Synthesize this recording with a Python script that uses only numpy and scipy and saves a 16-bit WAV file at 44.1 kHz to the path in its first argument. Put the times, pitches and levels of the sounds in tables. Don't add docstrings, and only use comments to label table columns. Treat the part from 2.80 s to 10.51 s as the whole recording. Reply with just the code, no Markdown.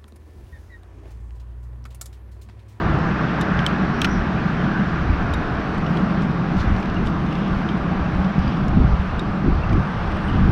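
import sys
import numpy as np
from scipy import signal
from scipy.fft import rfft, irfft, next_fast_len
from scipy.io import wavfile
from scipy.ndimage import uniform_filter1d, map_coordinates

SR = 44100
rng = np.random.default_rng(int(sys.argv[2]) if len(sys.argv) > 2 else 0)


def persist_wave(psi):
    counts = np.round(np.clip(psi, -1, 1) * 32767).astype(np.int16)
    wavfile.write(sys.argv[1], SR, np.atleast_2d(counts).T)


def invert_db(x):
    u = np.asarray(x, float) / 20
    return 10 ** u


N = 340011


def unit(x):
    return x / np.sqrt(np.mean(x ** 2) + 1e-20)


def along(points, hz):
    f, v = np.transpose(points)
    return np.interp(np.log(hz + 1), np.log(f + 1), v, left=-120, right=-120)


def curve(rows):
    s, db = np.transpose(rows)
    return np.interp(np.arange(N) / SR, s, db)


def wobble(rate):
    knots = rng.standard_normal(int(N * rate / SR) + 4)
    return map_coordinates(knots, [np.arange(N) * rate / SR])


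def bumps(rows):
    t = np.arange(N) / SR
    return sum(height * np.cos(np.pi * np.clip((t - s) / length, -.5, .5)) ** 2 for s, length, height in rows)


def filtered(x, response):
    m = next_fast_len(len(x) + 8192)
    return irfft(rfft(x, m) * response(np.fft.rfftfreq(m, 1 / SR)), m)[:len(x)]


def rush(spectrum, patchy_db):
    z = signal.stft(rng.standard_normal(N), nperseg=512)[2]
    field = uniform_filter1d(rng.standard_normal(z.shape), size=5, axis=0)
    field = uniform_filter1d(field, size=12, axis=1)
    noise = signal.istft(z * invert_db(patchy_db * unit(field)), nperseg=512)[1][:N]
    return unit(filtered(noise, lambda hz: invert_db(along(spectrum, hz))))


def evened(x, seconds):
    width = round(seconds * SR)
    power = uniform_filter1d(uniform_filter1d(x ** 2, width), width)
    return unit(x / np.sqrt(np.abs(power) + .05))


def narrow(rows):
    out = np.zeros(N + SR)
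    flicker = np.pad(invert_db(1.2 * wobble(30)), (0, SR))
    for s, length, hz, width_hz, db in rows:
        start, n = round(s * SR), round(length * SR)
        band = filtered(rng.standard_normal(SR // 2), lambda f: np.exp(-((f - hz) / width_hz) ** 2))
        out[start:][:n] += invert_db(db) * np.hanning(n) * (flicker[start:][:n] * unit(band)[:n])
    return out[:N]


def contacts(rows, colour, cycles, sag=0):
    # frequency in Hz, level in dB per Hz.
    body_colour = [(900, -28), (1400, -1), (2300, 4), (3500, 1), (5000, -6.5), (6500, -12)]
    ring_rise_s, crack_rise_s, sag_s = .0006, 0.00032, 0.00089
    t = np.arange(2048) / SR
    rings, cracks, knocks = np.zeros((3, N + len(t)))
    for s, db, hz, crack_db, body_db in rows:
        at = slice(round(s * SR), round(s * SR) + len(t))
        t60 = np.clip(cycles / hz, .004, .09)
        phase = 2 * np.pi * hz * (t + sag * sag_s * (1 - np.exp(-t / sag_s)))
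        rings[at] += invert_db(db - 2.0 - 60 * t / t60) * (1 - np.exp(-t / ring_rise_s)) * np.sin(phase)
        rise = 1 - np.exp(-t / crack_rise_s)
        burst = rise * (invert_db(-60 * t / (0.44 * t60)) + invert_db(-23.0 - 60 * t / 0.075))
        cracks[at] += invert_db(crack_db) * burst * rng.standard_normal(len(t))
        knocks[at] += invert_db(body_db - 60 * t / (1.03 * t60)) * rise * rng.standard_normal(len(t))
    crack = filtered(cracks[:N], lambda hz: invert_db(along(colour, hz) + 13.5))
    knock = filtered(knocks[:N], lambda hz: invert_db(along(body_colour, hz) + 16.5))
    return rings[:N] + crack + knock


def air():
    # frequency in Hz, level in dB per Hz.
    air_colour = [(5500, -20.5), (7500, -2.5), (9200, 0.5), (9900, -3.5), (12750, -8.5), (12900, -29.5),
                  (15600, -51.5)]
    # time in seconds, level in dB.
    air_db = [(0, -81), (.5, -79), (2.5, -76), (4, -75.5), (5.4, -75.5), (6.5, -75.5), (7.71, -73)]
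    return invert_db(curve(air_db) + 1.3 * wobble(12)) * rush(air_colour, patchy_db=3.0)


def tyres():
    # time in seconds, level in dB.
    lanes_db = [(0, -27), (.45, -28), (1.3, -30), (1.9, -31.5), (2.8, -29), (3.9, -31), (4.6, -31.5),
                (5.1, -30.5), (5.9, -31.5), (6.7, -31.5), (7.4, -30.5)]
    # time in seconds, gain in dB.
    lorry_db = [(0, 0), (.66, 2), (1.3, 0), (1.5, -1.5), (2.1, -1.5), (3.15, -2.5), (3.6, -4.5), (3.9, -2),
                (4.5, -6.5), (4.8, -4.5), (5.8, -6.5), (6.7, -7.5), (7.4, -3.5), (7.71, -4)]
    # frequency in Hz, level in dB per Hz.
    roar_colour = [(240, -27.5), (400, -1), (488, -5.5), (534, -3.5), (735, -1), (758, -1.5), (955, -4),
                   (1180, -1.5), (1230, -4), (1400, -6), (1820, -50.5), (3080, -120)]
    tread_colour = [(710, -32.5), (1200, -3.5), (1550, 1), (1630, 0.5), (1840, -5), (2200, -14.5),
                    (2860, -37.5), (4840, -120)]
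    hiss_colour = [(1500, -24), (1900, -1.5), (2500, -1), (3200, -6.5), (4000, -11.5), (5000, -16),
                   (5800, -19), (6500, -27.5), (8000, -37), (10000, -50.5), (12000, -76)]
    near_db = curve(lorry_db)
    swell = wobble(3.4)
    roar = invert_db(curve(lanes_db) + 0.37 * swell) * rush(roar_colour, patchy_db=0.44)
    tread = invert_db(-31.5 + near_db + 0.42 * swell) * rush(tread_colour, patchy_db=1.04)
    hiss = invert_db(-40 + 0.46 * near_db + 0.32 * swell) * rush(hiss_colour, patchy_db=1.07)
    return roar + tread + hiss


def deck():
    # time in seconds, level in dB.
    drone_level = [(0.0, -23.5), (1.97, -22), (2.9, -30), (3.0, -22), (3.86, -21.5), (4.02, -28.5),
                   (4.23, -23.5), (5.1, -23.5), (5.4, -23), (5.93, -22), (5.95, -18), (6.31, -30), (6.7, -21),
                   (6.76, -30), (7.0, -22), (7.02, -25), (7.3, -30.5), (7.71, -16)]
    # frequency in Hz, level in dB per Hz.
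    drone_colour = [(70, -32), (105, -20), (118, -7), (135, -4), (160, 2.5), (195, 0.5), (215, -3.5),
                    (260, -13), (330, -36)]
    # centre in seconds, boom over the drone in dB.
    axles = [(.6, 16), (.71, 15), (.79, 10), (1.56, 8), (1.66, 7), (1.85, 11), (2.02, 8), (2.15, 2),
             (3.13, 12), (3.3, 3), (3.6, 6), (3.87, 6), (4.09, 13), (4.58, 5), (4.81, 0), (4.94, 12),
             (5.15, 6), (5.469, 8), (5.57, 3), (5.87, 5), (5.96, 4), (6.68, 7), (7.62, 0)]
    # frequency in Hz, level in dB, unsteadiness in Hz.
    hum_tones = [(64.8, -34, 2.5), (129.5, -36, 2), (194, -32, 4), (320, -39.5, 3), (779, -47, 4),
                 (1168, -45.5, 2.5)]
    drone_curve = curve(drone_level)
    booms_db = bumps([(s, 0.13, db) for s, db in axles])
    booms_db = booms_db - bumps([(s, 0.2, 0.61 * db) for s, db in axles])
    steady = unit(invert_db(1.1 * wobble(11)) * evened(rush(drone_colour, patchy_db=-0.4), 0.087))
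    drone = invert_db(drone_curve + 0.95 * booms_db - 0.4) * steady
    t = np.arange(N) / SR
    hum = np.zeros(N)
    for hz, db, drift_hz in hum_tones:
        cycles = hz * t + np.cumsum(drift_hz * wobble(6)) / SR
        hum += invert_db(db + 0.5 + 0.86 * wobble(4.5)) * np.sin(2 * np.pi * cycles)
    hum_db = .6 * (uniform_filter1d(drone_curve, SR // 4) - np.mean(drone_curve))
    return drone + invert_db(hum_db) * hum


def swells():
    # start in seconds, length in seconds, frequency in Hz, width in Hz, level in dB.
    modes = [(0, 0.28, 146, 24, -26), (.8, .4, 193, 19, -26.5), (1.75, 0.45, 184, 16, -28.5),
             (3.0, .45, 196, 19, -26), (3.45, .4, 194, 19, -31), (4.55, .45, 196, 18, -26),
             (5.0, 0.29, 192, 15, -24), (5.3, 0.33, 187, 14, -21.5), (4.1, .3, 192, 16, -28),
             (.8, .49, 319, 17, -37), (1.8, .49, 319, 15, -36), (4.2, .3, 319, 33, -32),
             (4.6, .49, 323, 13, -34.5), (1.8, 0.31, 1540, 150, -35), (2.3, .45, 1470, 170, -36.5),
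             (6.05, 0.11, 68, 12, -17)]
    return narrow(modes)


def wind():
    # centre in seconds, length in seconds, peak in dB.
    gusts = [(0.106, 0.44, -20), (0.76, .12, -20), (1.385, 0.31, -19.5), (1.657, 0.14, -30),
             (2.12, .16, -26), (2.334, 0.42, -15.5), (2.525, 0.23, -18.5), (2.7, 0.31, -21.5),
             (3.01, 0.13, -25), (3.6, 0.17, -32), (3.8, 0.16, -16), (3.915, 0.21, -12), (4.106, 0.18, -24),
             (4.31, 0.29, -20), (4.472, 0.13, -26), (4.736, 0.18, -20), (5.217, 0.29, -24),
             (5.382, 0.18, -17), (5.6, 0.091, -19), (5.668, 0.11, -16), (5.892, 0.33, -17),
             (6.066, 0.19, -10), (6.344, 0.19, -19), (6.502, 0.12, -20), (6.7, 0.27, -17.5),
             (6.808, .2, -18), (6.94, 0.32, -14.5), (7.17, 0.087, -16.5), (7.308, 0.31, -18.5),
             (7.548, 0.32, -15.5), (7.668, 0.19, -14.5)]
    # centre in seconds, length in seconds,
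    # change in dB.
    flurries = [(.35, .2, 0), (.64, 0.24, 2), (.78, 0.22, -12), (1.75, 0.61, -2), (3.17, 0.11, 6.5),
                (3.75, 0.087, 2), (3.8, 0.095, -10), (4.19, 0.1, 3), (4.47, .1, 2.5), (4.64, .16, 2),
                (5.28, 0.26, -1.5), (5.51, 0.28, -8.5), (6.0, 0.15, 11), (6.21, 0.44, -18),
                (6.68, 0.1, 11.5), (6.84, 0.17, -16), (6.96, 0.17, 11), (7.1, 0.44, -15), (7.44, 0.18, -2),
                (7.55, 0.25, 5), (7.69, 0.089, 9.5)]
    # frequency in Hz, level in dB per Hz.
    buffet_colour = [(8.8, -28.5), (15, -2), (64, 3), (102, 0), (125, -4.5), (160, -32.5), (280, -120)]
    flutter_colour = [(130, -33.5), (225, -0.5), (280, -1.5), (323, -1.5), (351, -6), (480, -17),
                      (620, -41.5), (1060, -120)]
    breeze = invert_db(-32.5 + 1.6 * wobble(7))
    strength = breeze + bumps([(s, length, invert_db(db - 7.5)) for s, length, db in gusts])
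    flutter_db = -29 - 0.39 * np.arange(N) / SR + bumps(flurries)
    eddies = wobble(14)
    buffet = unit(invert_db(1.8 * eddies) * evened(rush(buffet_colour, patchy_db=-0.5), 0.06))
    fast = evened(rush(flutter_colour, patchy_db=-1.0), 0.083)
    flutter = unit(invert_db(0.58 * eddies + 0.64 * wobble(40)) * fast)
    return strength * buffet + invert_db(flutter_db) * flutter


def thumps():
    # start in seconds, peak in dB, frequency in Hz (negative is a pull).
    slams = [(2.298, -3.5, 57), (3.878, -2, 170), (3.92, -4, -52), (5.581, -1.5, 176), (5.594, -6, 66),
             (5.676, -7, 74), (5.933, -4.5, 181), (5.966, -1, 83), (5.999, -4, 55), (6.048, 1.5, 127),
             (6.097, -11, 62), (6.134, -1, 70), (6.195, -6.5, 66), (6.642, -3, -190), (6.679, -5, -60.5),
             (6.722, -5, 53), (6.905, -3, 86), (6.935, -5, 108), (6.959, -7, 91), (6.979, 0, 139),
             (7.001, -10, 121), (7.557, -2, 95), (7.614, -1, -110), (7.63, -0.5, 72), (7.661, -4.5, 52),
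             (7.693, 0, 103.5)]
    rise_s = .0008
    t = np.arange(4096) / SR
    out = np.zeros(N + len(t))
    for s, db, hz in slams:
        decay = np.exp(-1.3 * abs(hz) * t)
        swing = np.sin(2 * np.pi * hz * t) * decay * (1 - np.exp(-t / rise_s))
        out[round(s * SR):][:len(t)] += invert_db(db - 2.5) * swing
    return out[:N]


def sleeve():
    # centre in seconds, length in seconds, level in dB.
    brushes = [(.87, .15, -82), (1.2, .12, -75), (3.08, .3, -75), (3.2, .1, -77), (3.43, .08, -76),
               (3.81, .12, -72), (3.9, .12, -78), (4.02, .14, -77), (4.28, .1, -77), (4.42, .15, -80),
               (4.55, .2, -78), (4.78, .18, -76), (4.91, .1, -80), (5.7, .3, -86), (5.888, .04, -70),
               (7.02, .1, -85), (7.52, .06, -81)]
    # frequency in Hz, level in dB per Hz.
    cloth_colour = [(8000, -24), (10000, -5.5), (12000, 1), (13300, -5), (14500, -21.5)]
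    strokes = bumps([(s, length, invert_db(db)) for s, length, db in brushes])
    return strokes * invert_db(2.2 * wobble(35)) * rush(cloth_colour, patchy_db=2.0)


def hands():
    # start in seconds, length in seconds, level in dB.
    slides = [(.25, 0.45, -83), (.84, .12, -68), (1.23, 0.07, -66), (2.91, 0.09, -65), (3.0, .35, -69),
              (3.154, 0.072, -70), (3.4, 0.066, -61), (3.75, .11, -53), (.59, .05, -66), (3.93, 0.13, -61),
              (4.23, 0.093, -58), (4.36, 0.22, -67), (4.48, 0.2, -63), (4.72, 0.13, -64), (4.87, .08, -71),
              (5.24, 0.25, -68), (5.53, 0.27, -68), (6.22, .1, -67), (6.9, 0.3, -73), (7.5, .2, -71)]
    # frequency in Hz, level in dB per Hz.
    rub_colour = [(2000, -7), (3000, 3.5), (4500, 9), (7000, 5), (9000, -6), (12000, -8), (13300, -15),
                  (14600, -30)]
    stroke = np.zeros(N + SR)
    for s, length, db in slides:
        n = round(length * SR)
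        stroke[round(s * SR):][:n] += invert_db(db) * np.hanning(n)
    sizes = invert_db(np.minimum(3.2 * rng.exponential(size=N), 11))
    snags = sizes * (rng.random(N) < .018) * rng.standard_normal(N)
    grains = unit(filtered(snags, lambda hz: invert_db(along(rub_colour, hz))))
    rub = rush(rub_colour, patchy_db=3.0)
    return stroke[:N] * invert_db(2.5 * wobble(27)) * (0.96 * grains + 0.83 * rub)


def squeaks():
    # start in seconds, length in seconds, frequency in Hz, width in Hz, level in dB.
    slips = [(1.25, .18, 5550, 700, -53), (1.13, .1, 5500, 600, -56), (3.785, .05, 5800, 900, -52),
             (5.2, .45, 9000, 600, -77), (5.55, .3, 2900, 900, -44), (5.52, .3, 4800, 1200, -53),
             (7.44, .27, 3000, 500, -45), (3.763, .089, 3400, 1500, -41), (4.38, .45, 2900, 1000, -44),
             (4.15, .035, 2800, 150, -43), (4.255, .035, 3300, 500, -42), (4.88, .03, 3500, 400, -44)]
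    return narrow(slips)


def whistles():
    # start in seconds, length in seconds, end pitch in Hz, top pitch in Hz, level in dB.
    pulls = [
        (1.135, 0.1, 5400, 5880, -56),
        (1.255, .14, 5200, 5820, -50),
        (7.22, .06, 8500, 8650, -76),
        (7.27, .12, 8400, 8550, -74),
        (7.3, .1, 8700, 8800, -75),
        (7.415, .1, 8150, 8650, -69),
        (7.53, .06, 8600, 8800, -76),
        (7.66, .05, 8600, 8800, -76),
    ]
    out = np.zeros(N + SR)
    blur = np.pad(1 + 1.3 * wobble(448), (0, SR))
    for s, length, end_hz, top_hz, db in pulls:
        arch = np.sin(np.linspace(0, np.pi, round(length * SR)))
        at = slice(round(s * SR), round(s * SR) + len(arch))
        phase = 2 * np.pi * np.cumsum(end_hz + (top_hz - end_hz) * arch) / SR
        out[at] += invert_db(db) * arch ** 0.56 * blur[at] * np.sin(phase)
    return out[:N]


def light_touches():
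    # start in seconds, ring peak in dB, ring in Hz, crack in dB, body in dB.
    taps = [(2.9447, -45, 3000, -63, -54.5), (2.9806, -45, 3000, -56, -56.5),
            (3.9998, -45, 2800, -58, -55.5), (4.1425, -45, 2770, -62, -55.5), (4.4643, -43, 2800, -65, -54),
            (4.6783, -46, 2840, -63, -55), (4.9776, -45, 2820, -62, -55.5),
            (5.7708, -42, 2780, -64.5, -52.5), (4.2697, -32.5, 3600, -53.5, -44.5),
            (4.889, -26, 3150, -65, -45.5), (4.8895, -36, 3730, -66, -50.5), (5.678, -30, 4800, -61, -48),
            (5.882, -42, 6830, -49, -52), (6.394, -22.5, 3730, -49, -52.5), (6.835, -25.5, 2690, -67, -65),
            (7.485, -28, 2990, -68, -62.5), (7.5, -29, 2850, -73, -59), (6.3945, -45, 7500, -55, -60),
            (6.3945, -40, 4830, -60, -61.5), (.189, -50, 7500, -62, -57.5), (.3556, -54, 6500, -65.5, -58),
            (.7367, -50, 6530, -61, -59.5), (2.4259, -54, 6500, -64.5, -58.5),
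            (2.7442, -54, 6440, -65, -57.5), (5.4917, -58, 8500, -67, -59.5),
            (5.792, -56, 8500, -70, -59.5), (7.3689, -52, 8000, -63, -60)]
    # start in seconds, ring peak in dB, ring in Hz, crack in dB.
    small_ticks = [(3.0648, -23, 2920, -56), (3.171, -25, 3300, -49), (3.173, -31, 4020, -55),
                   (3.421, -38, 2910, -50.5), (3.768, -34, 2760, -58.5), (3.964, -35, 2840, -54),
                   (4.028, -26, 2400, -57), (4.0566, -35, 2410, -55), (4.099, -34, 2730, -55),
                   (4.5256, -28.5, 2770, -56.5), (4.553, -30, 2860, -53.5), (5.348, -44, 3300, -59),
                   (5.4458, -44, 2660, -59), (5.59, -37, 2360, -55), (6.894, -39, 2740, -62),
                   (6.93, -36, 2420, -50), (7.3185, -40, 2690, -59)]
    # frequency in Hz, level in dB per Hz.
    soft_colour = [(3500, -24.5), (5000, 6.5), (7000, -1), (9000, -2.5), (11000, -13.5), (13000, -19),
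                   (15000, -32)]
    ticks = [(s, db, hz, crack_db - 4, -44.5) for s, db, hz, crack_db in small_ticks]
    return contacts(taps, soft_colour, cycles=130) + contacts(ticks, soft_colour, cycles=60)


def roller():
    # start in seconds, ring peak in dB, ring in Hz, crack in dB, body in dB.
    clicks = [
        (.6117, -26.5, 3705, -44.5, -44),
        (.618, -38, 3670, -54.5, -41.5),
        (2.537, -24.5, 3760, -46.5, -45.5),
        (2.537, -38, 5780, -55, -60),
        (2.537, -38, 7300, -54.5, -59),
        (2.537, -42, 10050, -54, -61),
        (.6117, -40, 7470, -60, -60.5),
        (.6117, -44, 12100, -59.5, -59),
    ]
    # frequency in Hz, level in dB per Hz.
    click_colour = [(3200, -19), (4500, -2), (5900, 1), (7300, 2), (8500, -5), (10000, 1.5), (12500, -12),
                    (15700, -25)]
    return contacts(clicks, click_colour, cycles=190)


def bail():
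    # start in seconds, ring peak in dB, ring in Hz,
    # crack in dB, body in dB.
    flips = [(.791, -19, 3010, -55, -33.5), (.807, -46, 3000, -58, -55), (.8641, -4.5, 3020, -31.5, -32.5),
             (.8643, -25, 5720, -44.5, -42.5), (.8642, -22.5, 7130, -49, -50),
             (.871, -32, 3040, -50.5, -41.5), (1.2166, -7.5, 3110, -30, -29),
             (1.2167, -24.5, 5730, -44.5, -38), (1.2166, -25.5, 13000, -55, -49),
             (1.2167, -26.5, 8960, -54, -48.5), (1.2188, -20, 2940, -44.5, -29.5),
             (1.2335, -40, 2360, -52.5, -44.5), (1.2445, -20.5, 3080, -40, -32.5),
             (1.2452, -12.5, 2450, -37, -26), (1.2452, -34, 13000, -55, -50),
             (1.2456, -20, 5580, -46.5, -39.5), (1.2462, -11, 1395, -50.5, -38.5),
             (1.247, -24, 1780, -50.5, -39.5), (1.2484, -15, 2840, -38.5, -30.5),
             (1.2515, -23, 2410, -45, -34), (1.2545, -23, 3080, -48.5, -35.5),
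             (5.882, -56, 13800, -55, -70), (5.884, -59.5, 14900, -60, -69), (1.2915, -40, 3290, -53, -45)]
    # frequency in Hz, level in dB per Hz.
    crack_colour = [(3200, -24), (4500, 0), (5800, 6.5), (7200, -1.5), (9000, -3), (12500, -11),
                    (14200, -9), (15700, -22)]
    return contacts(flips, crack_colour, cycles=53, sag=.3)


def scene():
    bridge = tyres() + deck() + swells()
    weather = air() + wind() + thumps()
    gear = sleeve() + hands() + squeaks() + whistles() + light_touches() + roller() + bail()
    return (bridge + weather + gear)[None]


def thinned(x):
    low = filtered(x, lambda hz: hz < 130)
    gust_db = 10 * np.log10(np.abs(uniform_filter1d(low ** 2, SR // 20)) + 1e-9)
    gust_loss_db = np.clip(4 * (gust_db + 19.5), 0, 25)
    start_loss_db = 9 * np.clip(3 - 3 * np.arange(N) / (.3 * SR), 0, 1)
    gain = invert_db(-gust_loss_db - start_loss_db)
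    top_band = filtered(x, lambda hz: np.clip((hz - 10200) / 1500, 0, 1))
    return x - (1 - gain) * top_band


def top_cut(x):
    return signal.sosfilt(signal.butter(12, 15700, fs=SR, output="sos"), x)


def record(dry):
    x = dry * np.clip(np.arange(N) / (0.00064 * SR), 0, 1)
    x = x / (1 + np.abs(x / .85) ** 4) ** (1 / 4)
    mix = thinned(x[0])[None]
    return top_cut(mix)


dry = scene()
out = record(dry)
persist_wave(out)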